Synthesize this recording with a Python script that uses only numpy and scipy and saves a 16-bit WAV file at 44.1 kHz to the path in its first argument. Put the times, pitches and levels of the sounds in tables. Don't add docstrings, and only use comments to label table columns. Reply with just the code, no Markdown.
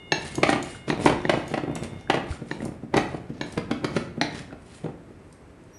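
import sys
import numpy as np
from scipy import signal
from scipy.fft import rfft, irfft
from scipy.io import wavfile
from scipy.ndimage import uniform_filter1d

SR = 44100
rng = np.random.default_rng(int(sys.argv[2]) if len(sys.argv) > 2 else 0)


def master(y):
    cut = np.clip(np.atleast_2d(y).T, -1, 1)
    pcm = np.round(cut * 32767)
    wavfile.write(sys.argv[1], SR, pcm.astype(np.int16))


N = 254898
TIME = np.arange(N) / SR


def undb(db):
    return 10 ** (np.asarray(db) / 20)


def unit(x):
    return x / np.sqrt(np.mean(x ** 2))


def curve(rows):
    return np.interp(TIME, *np.transpose(rows))


def add(track, s, sound):
    start = max(int(s * SR), 0)
    track[start:start + len(sound)] += sound[:N - start]


def band(x, lo, hi, order=3):
    sos = signal.butter(order, [lo, min(hi, SR / 2 - 1)], "band", fs=SR, output="sos")
    return signal.sosfilt(sos, x)


def colour(x, points):
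    hz, db = np.transpose(points)
    bins = np.arange(len(x) // 2 + 1) * SR / len(x) + 1
    gain = undb(np.interp(np.log(bins), np.log(hz), db))
    gain = gain * np.minimum(bins / hz[0], 1) ** 2
    return unit(irfft(rfft(x) * gain, len(x)))


def walk(rate):
    hold = int(SR / rate)
    steps = np.repeat(rng.standard_normal(N // hold + 1), hold)
    return unit(uniform_filter1d(steps, hold)[:N])


def fade(t, t60):
    return np.exp(-np.log(1000) * t / t60)


def swell(middle_s, rise_s, fall_s):
    t = TIME - middle_s
    return np.exp(-(t / np.where(t < 0, rise_s, fall_s)) ** 2 / 2)


def grains(rate, spread_db):
    clicks = (rng.random(N) < rate / SR) * rng.choice([-1, 1], N)
    return clicks * undb(spread_db * np.minimum(rng.exponential(size=N), np.pi))


def blips(rows, rise_s, glide):
    out, t = np.zeros(N), np.arange(SR // 8) / SR
    age = t / rise_s
    envelope = age * np.exp(1 - age)
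    for s, hz, db in rows:
        note = np.sin(2 * np.pi * hz * t * (1 + glide * age / 2))
        add(out, s, undb(db) * envelope * note)
    return out


# (f/Hz, relative level/dB)
AIR_SPECTRUM = [(15, -53), (25, -32), (43, -6), (63, -4), (80, -2.5), (377, -7), (615, -14.5), (665, -15),
                (817, -17.5), (2130, -25), (3380, -35), (7160, -40.5), (8150, -37.5), (12000, -47.5),
                (15600, -65), (22000, -120)]


def air():
    return colour(rng.standard_normal(N), AIR_SPECTRUM) * undb(-48.5 + 0.43 * walk(27))


# (f/Hz, time to fall 60 dB/s)
ECHO_TIMES = [(80, 1), (160, 0.79), (300, 0.53), (800, 0.5), (2000, 0.55), (5000, 0.41), (11000, 0.32)]


def room(x, wet_db, early_db, early_t60, gap):
    t = np.arange(SR) / SR
    hz, t60 = np.transpose(ECHO_TIMES)
    bins = np.arange(SR // 2 + 1) + 1
    noise = rfft(rng.standard_normal(SR))
    tail = 0
    for share, seconds in zip(np.eye(len(hz)), t60):
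        region = irfft(noise * np.interp(np.log(bins), np.log(hz), share), SR)
        tail = tail + region * fade(t, seconds)
    early = rng.standard_normal(SR) * fade(t, early_t60)
    echo = undb(wet_db) * tail / np.linalg.norm(tail)
    echo = echo + undb(early_db) * early / np.linalg.norm(early)
    out = x.copy()
    add(out, gap, signal.fftconvolve(x, echo)[:N])
    return out


# (multiple of the base pitch, starting level/dB, fading/dB per s)
MACHINE_PARTIALS = [(3, -55.5, 0.5), (4, -53.5, 6), (5, -62.5, 0.5)]
WHINE_HZ = 715
WHINE_STOP_S, WHINE_RUN_DOWN_T60 = 1.97, 2.1


def machine():
    phase = 2 * np.pi * np.cumsum(WHINE_HZ * (1 + 0.0008 * walk(16))) / SR
    out = 0
    for multiple, db, fading_db in MACHINE_PARTIALS:
        level = undb(db - fading_db * TIME + 2.2 * walk(7.64))
        out = out + level * np.sin(round(multiple) * phase)
    run_down = fade(np.maximum(TIME - WHINE_STOP_S, 0), WHINE_RUN_DOWN_T60)
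    return np.sqrt(2) * out * run_down


# (t/s, f/Hz, level/dB)
TABLE_BUMPS = [(2.304, 76, -22)]


def table():
    return blips(TABLE_BUMPS, rise_s=0.0068, glide=0)


# (t/s, f/Hz, level/dB)
AIR_POCKETS = [(0.748, 1450, -34.5), (2.074, 1580, -36), (2.324, 1360, -31), (4.508, 1450, -39.5),
               (4.528, 1290, -44)]


def pockets():
    return blips(AIR_POCKETS, rise_s=0.0012, glide=0.013)


# (t/s, level/dB)
SQUEAK_LEVEL = [(5.70, -100), (5.74, -55), (5.76, -55), (5.78, -54)]


def squeak():
    phase = 2 * np.pi * np.cumsum(5760 * (1 + 0.01 * walk(400))) / SR
    return undb(curve(SQUEAK_LEVEL)) * (np.sin(phase) + 0.2 * np.sin(2 * phase))


# (t/s, f/Hz, level/dB)
SPRING_PINGS = [(0.902, 1880, -17), (1.252, 1860, -18), (2.513, 1826, -21.5), (2.604, 1920, -33)]


def spring():
    return blips(SPRING_PINGS, rise_s=0.0013, glide=0)


# (t/s, peak level before a 1 dB lift/dB, f/Hz)
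WIRE_FLICKS = [(0.3543, -25, 6620), (0.5008, -23.5, 8480), (0.627, -25, 6850), (1.0544, -22, 8400),
               (1.4795, -34.5, 6640), (1.7537, -26.5, 7950), (1.8347, -30.5, 8640), (2.0097, -45.5, 5580),
               (2.153, -37, 5100), (2.6519, -34, 9270), (2.9675, -23, 6240), (3.5242, -34.5, 8100),
               (5.3258, -43.5, 8300), (5.6377, -54, 8940)]


def wires():
    out, t = np.zeros(N), np.arange(SR // 20) / SR
    for s, db, hz in WIRE_FLICKS:
        ring = 0.57 * np.sin(2 * np.pi * hz * t) + 0.19 * np.sin(2 * np.pi * hz * 0.48 * t)
        scratch = band(rng.standard_normal(len(t)), hz / 2, 10200)
        tick = scratch * fade(t, 0.025) + ring * fade(t, 0.023)
        add(out, s, tick * undb(db + 1.0) / np.abs(tick).max())
    return out


# (middle t/s, half-length/s, wire scrape level/dB,
# wet fizz relative to the scrape/dB, dough churn level/dB)
# a later -4 dB and a random waver act on both scrape and fizz
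WHISK_STROKES = [(0.277, .07, -42.5, -6, -42), (0.5, .028, -36, -9, -38.5), (0.697, 0.051, -46, -3.5, -48),
                 (0.895, 0.013, -40.5, -9.5, -62), (1.048, 0.03, -38, -4.5, -33.5),
                 (1.337, 0.15, -51, -11, -54), (1.515, 0.018, -48.5, -4, -42),
                 (1.846, 0.013, -39.5, -8, -35), (1.99, 0.035, -60, -12, -59),
                 (2.318, .033, -46.5, -5, -43), (2.518, 0.04, -52, -6, -74), (2.63, 0.017, -53, 0, -38),
                 (3.125, 0.036, -53.5, -7, -42), (3.36, 0.074, -60, -24, -64),
                 (3.507, 0.05, -49.5, -6.5, -43.5), (3.77, 0.022, -64, -8, -55),
                 (3.974, 0.039, -41.5, -9.5, -41.5), (4.367, 0.032, -39, -11, -37),
                 (4.738, 0.068, -53, -3.5, -58.5), (5.316, 0.051, -73.5, 1.5, -62)]
# (f/Hz, relative level/dB)
CHURN_SPECTRUM = [(40, -16.5), (70, -9), (150, -5.5), (330, -10), (480, -13), (850, -20.5), (1200, -29),
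                  (2500, -33.5), (5000, -53)]
FIZZ_SPECTRUM = [(3000, -27), (6000, -16), (7100, 7.5), (7700, 0.5), (8400, 7), (10700, 3), (12000, -60)]
SCRAPE_SPECTRUM = [(700, -1.5), (2000, 1), (4400, -4), (5400, -5), (7100, -10.5), (8000, -44), (12000, -38)]
DOUGH_LEAD_S, DOUGH_SWELL_S, DOUGH_SETTLE_S = 0.053, 0.072, .1


def batter():
    churn_gain, fizz_gain, scrape_gain = 0, 0, 0
    for s, half_length, scrape_db, wet_db, dough_db in WHISK_STROKES:
        sweep = undb(scrape_db) * swell(s, half_length, half_length)
        scrape_gain = scrape_gain + sweep
        fizz_gain = fizz_gain + undb(wet_db) * sweep
        dough = swell(s - DOUGH_LEAD_S, DOUGH_SWELL_S, DOUGH_SETTLE_S)
        churn_gain = churn_gain + undb(dough_db) * dough
    churn = colour(grains(rate=300, spread_db=6.5), CHURN_SPECTRUM) * churn_gain
    fizz = colour(grains(rate=1900, spread_db=3.0), FIZZ_SPECTRUM) * fizz_gain
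    scrape = colour(grains(rate=900, spread_db=1.5), SCRAPE_SPECTRUM) * scrape_gain
    catch_and_slip = undb(-4 + 2.76 * walk(110))
    return churn + (fizz + scrape) * catch_and_slip


# (t/s, strength level/dB, cushioning by batter 0-1,
# spot from wall 0 to bottom 1, number of bounces, time to the first bounce/s)
HEAD_BLOWS = [(0.3804, -22.5, 0.72, 0.1, 0, 0), (0.4307, -17.5, 0.01, 0.1, 0, 0),
              (0.49, -19.5, 0.11, 0.077, 0, 0), (0.527, -24, 0.09, 0.057, 1, .031),
              (0.879, -29.5, 0.16, 0.84, 0, 0), (0.925, -27.5, 0.34, 0.19, 0, 0),
              (1.0588, -12.5, 0.34, 0.024, 0, 0), (1.071, -25, 0, 0.21, 0, 0),
              (1.096, -22, 0.15, 0.46, 1, .026), (1.2938, -20, 0.05, 0.016, 0, 0),
              (1.337, -23, 0.29, 0.065, 1, .035), (1.512, -32.5, 0.36, 0.68, 0, 0),
              (1.538, -25.5, 0.17, 0, 0, 0), (1.575, -27.5, 0.24, 0, 0, 0), (1.635, -29, 0.46, 0.75, 0, 0),
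              (1.677, -28.5, 0.74, 0, 0, 0), (1.695, -28, 0.87, 0, 0, 0), (1.76, -35, 0.11, 0.22, 0, 0),
              (2.098, -20.5, 0.04, 0.024, 0, 0), (2.141, -23.5, 0.16, 0.089, 1, .03),
              (2.417, -33.5, 1, 0.59, 0, 0), (2.627, -33.5, .9, 0.45, 0, 0), (2.656, -30, .8, 0, 1, .031),
              (2.834, -34.5, 1, 0.55, 0, 0), (2.939, -20, 0.27, 0.018, 0, 0), (2.96, -22, 0.35, 0.3, 0, 0),
              (2.967, -22.5, 0.02, 0.56, 0, 0), (2.975, -21, 0.1, 0.067, 0, 0),
              (3.144, -29, 0.58, 0.018, 0, 0), (3.299, -33.5, 1, 1, 0, 0), (3.575, -23.5, 0.11, 0.92, 0, 0),
              (3.71, -23.5, 0.09, 0.8, 0, 0), (3.843, -22, 0.02, 1, 0, 0), (3.964, -22, 0.09, 0.67, 0, 0),
              (4.176, -32.5, 0.8, 1, 0, 0), (4.525, -39, 0.31, 0.43, 0, 0), (4.841, -30, 1, 0, 0, 0),
              (4.86, -30.5, 0.55, 0.32, 1, .025), (5.103, -45, 0.67, 0.46, 0, 0)]
BOUNCE_GAP_SHARE, BOUNCE_LOSS_DB, BOUNCE_CUSHION = .68, 4.5, 0.13


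def contacts():
    rows = []
    for s, db, cushion, spot, bounces, gap in HEAD_BLOWS:
        for k in range(round(bounces) + 1):
            rows.append((s, db - k * BOUNCE_LOSS_DB, cushion + k * BOUNCE_CUSHION, spot))
            s = s + gap * BOUNCE_GAP_SHARE ** k
    return rows


def plunges(rise_s, wall_db, bottom_db):
    out, t = np.zeros(N), np.arange(SR // 20) / SR
    middle = t[-1] / 2
    for s, strength_db, _, spot in contacts():
        push = colour(rng.standard_normal(len(t)), CHURN_SPECTRUM) * np.exp(-np.abs(t - middle) / rise_s)
        level_db = strength_db + wall_db + spot * (bottom_db - wall_db)
        add(out, s - middle, push * undb(level_db))
    return out


# (f/Hz, relative level/dB)
CRACK_SPECTRUM = [(70, -4.5), (140, -2), (300, 11), (850, -1), (1100, -11.5), (2100, -7.5), (3200, -13.5),
                  (4400, -14), (5200, -23.5), (7000, -26), (7700, -34), (9000, -27.5), (12000, -42)]


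def strike(modes, crack_db, scatter_db, detune, crack_t60):
    t = np.arange(SR // 12) / SR
    hz, width, db = np.transpose(modes)[:, :, None]
    chance = rng.standard_normal((2, len(modes), 1))
    level = undb(db + scatter_db * chance[0])
    damping = np.exp(-np.pi * width * t)
    ring = level * damping * np.sin(2 * np.pi * hz * (1 + detune * chance[1]) * t)
    ring[1::2] *= -1
    crack = colour(rng.standard_normal(len(t)), CRACK_SPECTRUM) * fade(t, crack_t60)
    landing = 1 - np.exp(-t / 0.0018)
    return unit(ring.sum(axis=0) * landing) + undb(crack_db) * unit(crack * landing)


REGISTER_EDGES = [110, 250, 550, 1050, 1500, 3200, 12000]
CUSHION_CHANGE = [3.5, -2.5, -15, -22, -33, -39.5]
BOTTOM_CHANGE = [4, -0.5, -15, -4, -10.5, -3.5]
BOOM_KNEE_DB, BOOM_LAG = -26, 0.79


def hits(rows, modes, bare_db, lag, crack_db, scatter_db, detune, crack_t60):
    out = np.zeros(N)
    attack = SR // 50
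    for s, strength_db, cushion, spot in rows:
        sound = strike(modes, crack_db, scatter_db, detune, crack_t60)
        levels_db = strength_db + np.array(bare_db)
        levels_db = levels_db + cushion * np.array(CUSHION_CHANGE) + spot * np.array(BOTTOM_CHANGE)
        levels_db[0] -= BOOM_LAG * max(strength_db - BOOM_KNEE_DB, 0)
        for lo, hi, db in zip(REGISTER_EDGES, REGISTER_EDGES[1:], levels_db):
            part = band(sound, lo, hi)
            filter_delay = 2 / (np.pi * (hi - lo))
            add(out, s + lag - filter_delay, part * undb(db) / np.std(part[:attack]))
    return out


# (t/s, strength level/dB, cushioning by batter 0-1)
SHAFT_CLINKS = [(0.12, -23.5, 0), (0.900, -23, 0.27), (1.251, -25.5, 0.5), (2.512, -30, 0.3),
                (2.604, -35, .9), (3.411, -30.5, 0.14), (4.2123, -23.5, 0.05), (4.842, -40.5, 0.4)]
# (f/Hz, width/Hz, relative level/dB)
WHISK_MODES = [(148, 56, -1.5), (307.5, 65, 3.5), (785, 570, -4), (892, 78, -1.5), (1825, 102, 0.5),
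               (2260, 117, -4), (2867, 94, -7), (3540, 120, -14), (3826, 316, -2), (3860, 550, 19.5),
               (4840, 750, -28), (5500, 120, -13), (6500, 83, -13), (9160, 3200, -28)]
CLINK_REGISTERS = [-7, -2.5, -4.5, -10, -2.5, -1]


def handle():
    rows = [(s, db, cushion, 0) for s, db, cushion in SHAFT_CLINKS]
    return hits(rows, WHISK_MODES, CLINK_REGISTERS, lag=.0005,
                crack_db=-2.5, scatter_db=-1.5, detune=0.035, crack_t60=0.025)


# (f/Hz, width/Hz, relative level/dB)
BOWL_MODES = [(148.3, 64, 0), (233, 78, -26), (334.5, 49.5, 1.5), (466, 186, -2), (673, 197, -4),
              (807, 64, -6.5), (1280, 150, -31), (1964, 67, -7.5), (2350, 545, 8.5), (2574, 630, -2),
              (3820, 390, -31), (4430, 300, -6.5), (5860, 860, -11), (9300, 2000, -23)]
BLOW_REGISTERS = [-7, -2, -1, -8, -4.5, -10]


def bowl():
    return hits(contacts(), BOWL_MODES, BLOW_REGISTERS, lag=.0005,
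                crack_db=1, scatter_db=3.0, detune=0.035, crack_t60=0.031)


def scene():
    in_bowl = bowl() + plunges(rise_s=0.0076, wall_db=-10.5, bottom_db=-4.5) + batter() + pockets()
    in_hand = handle() + wires() + squeak()
    in_bowl = room(in_bowl, wet_db=-5.0, early_db=-16, early_t60=0.12, gap=.005)
    in_hand = room(in_hand, wet_db=-5.5, early_db=-12.5, early_t60=0.32, gap=.005)
    direct = spring() + table()
    return (in_bowl + in_hand + direct + machine() + air())[None]


def record(dry):
    return signal.sosfilt(signal.ellip(8, .2, 70, 11500, fs=SR, output="sos"), dry)


dry = scene()
out = record(dry)
master(out)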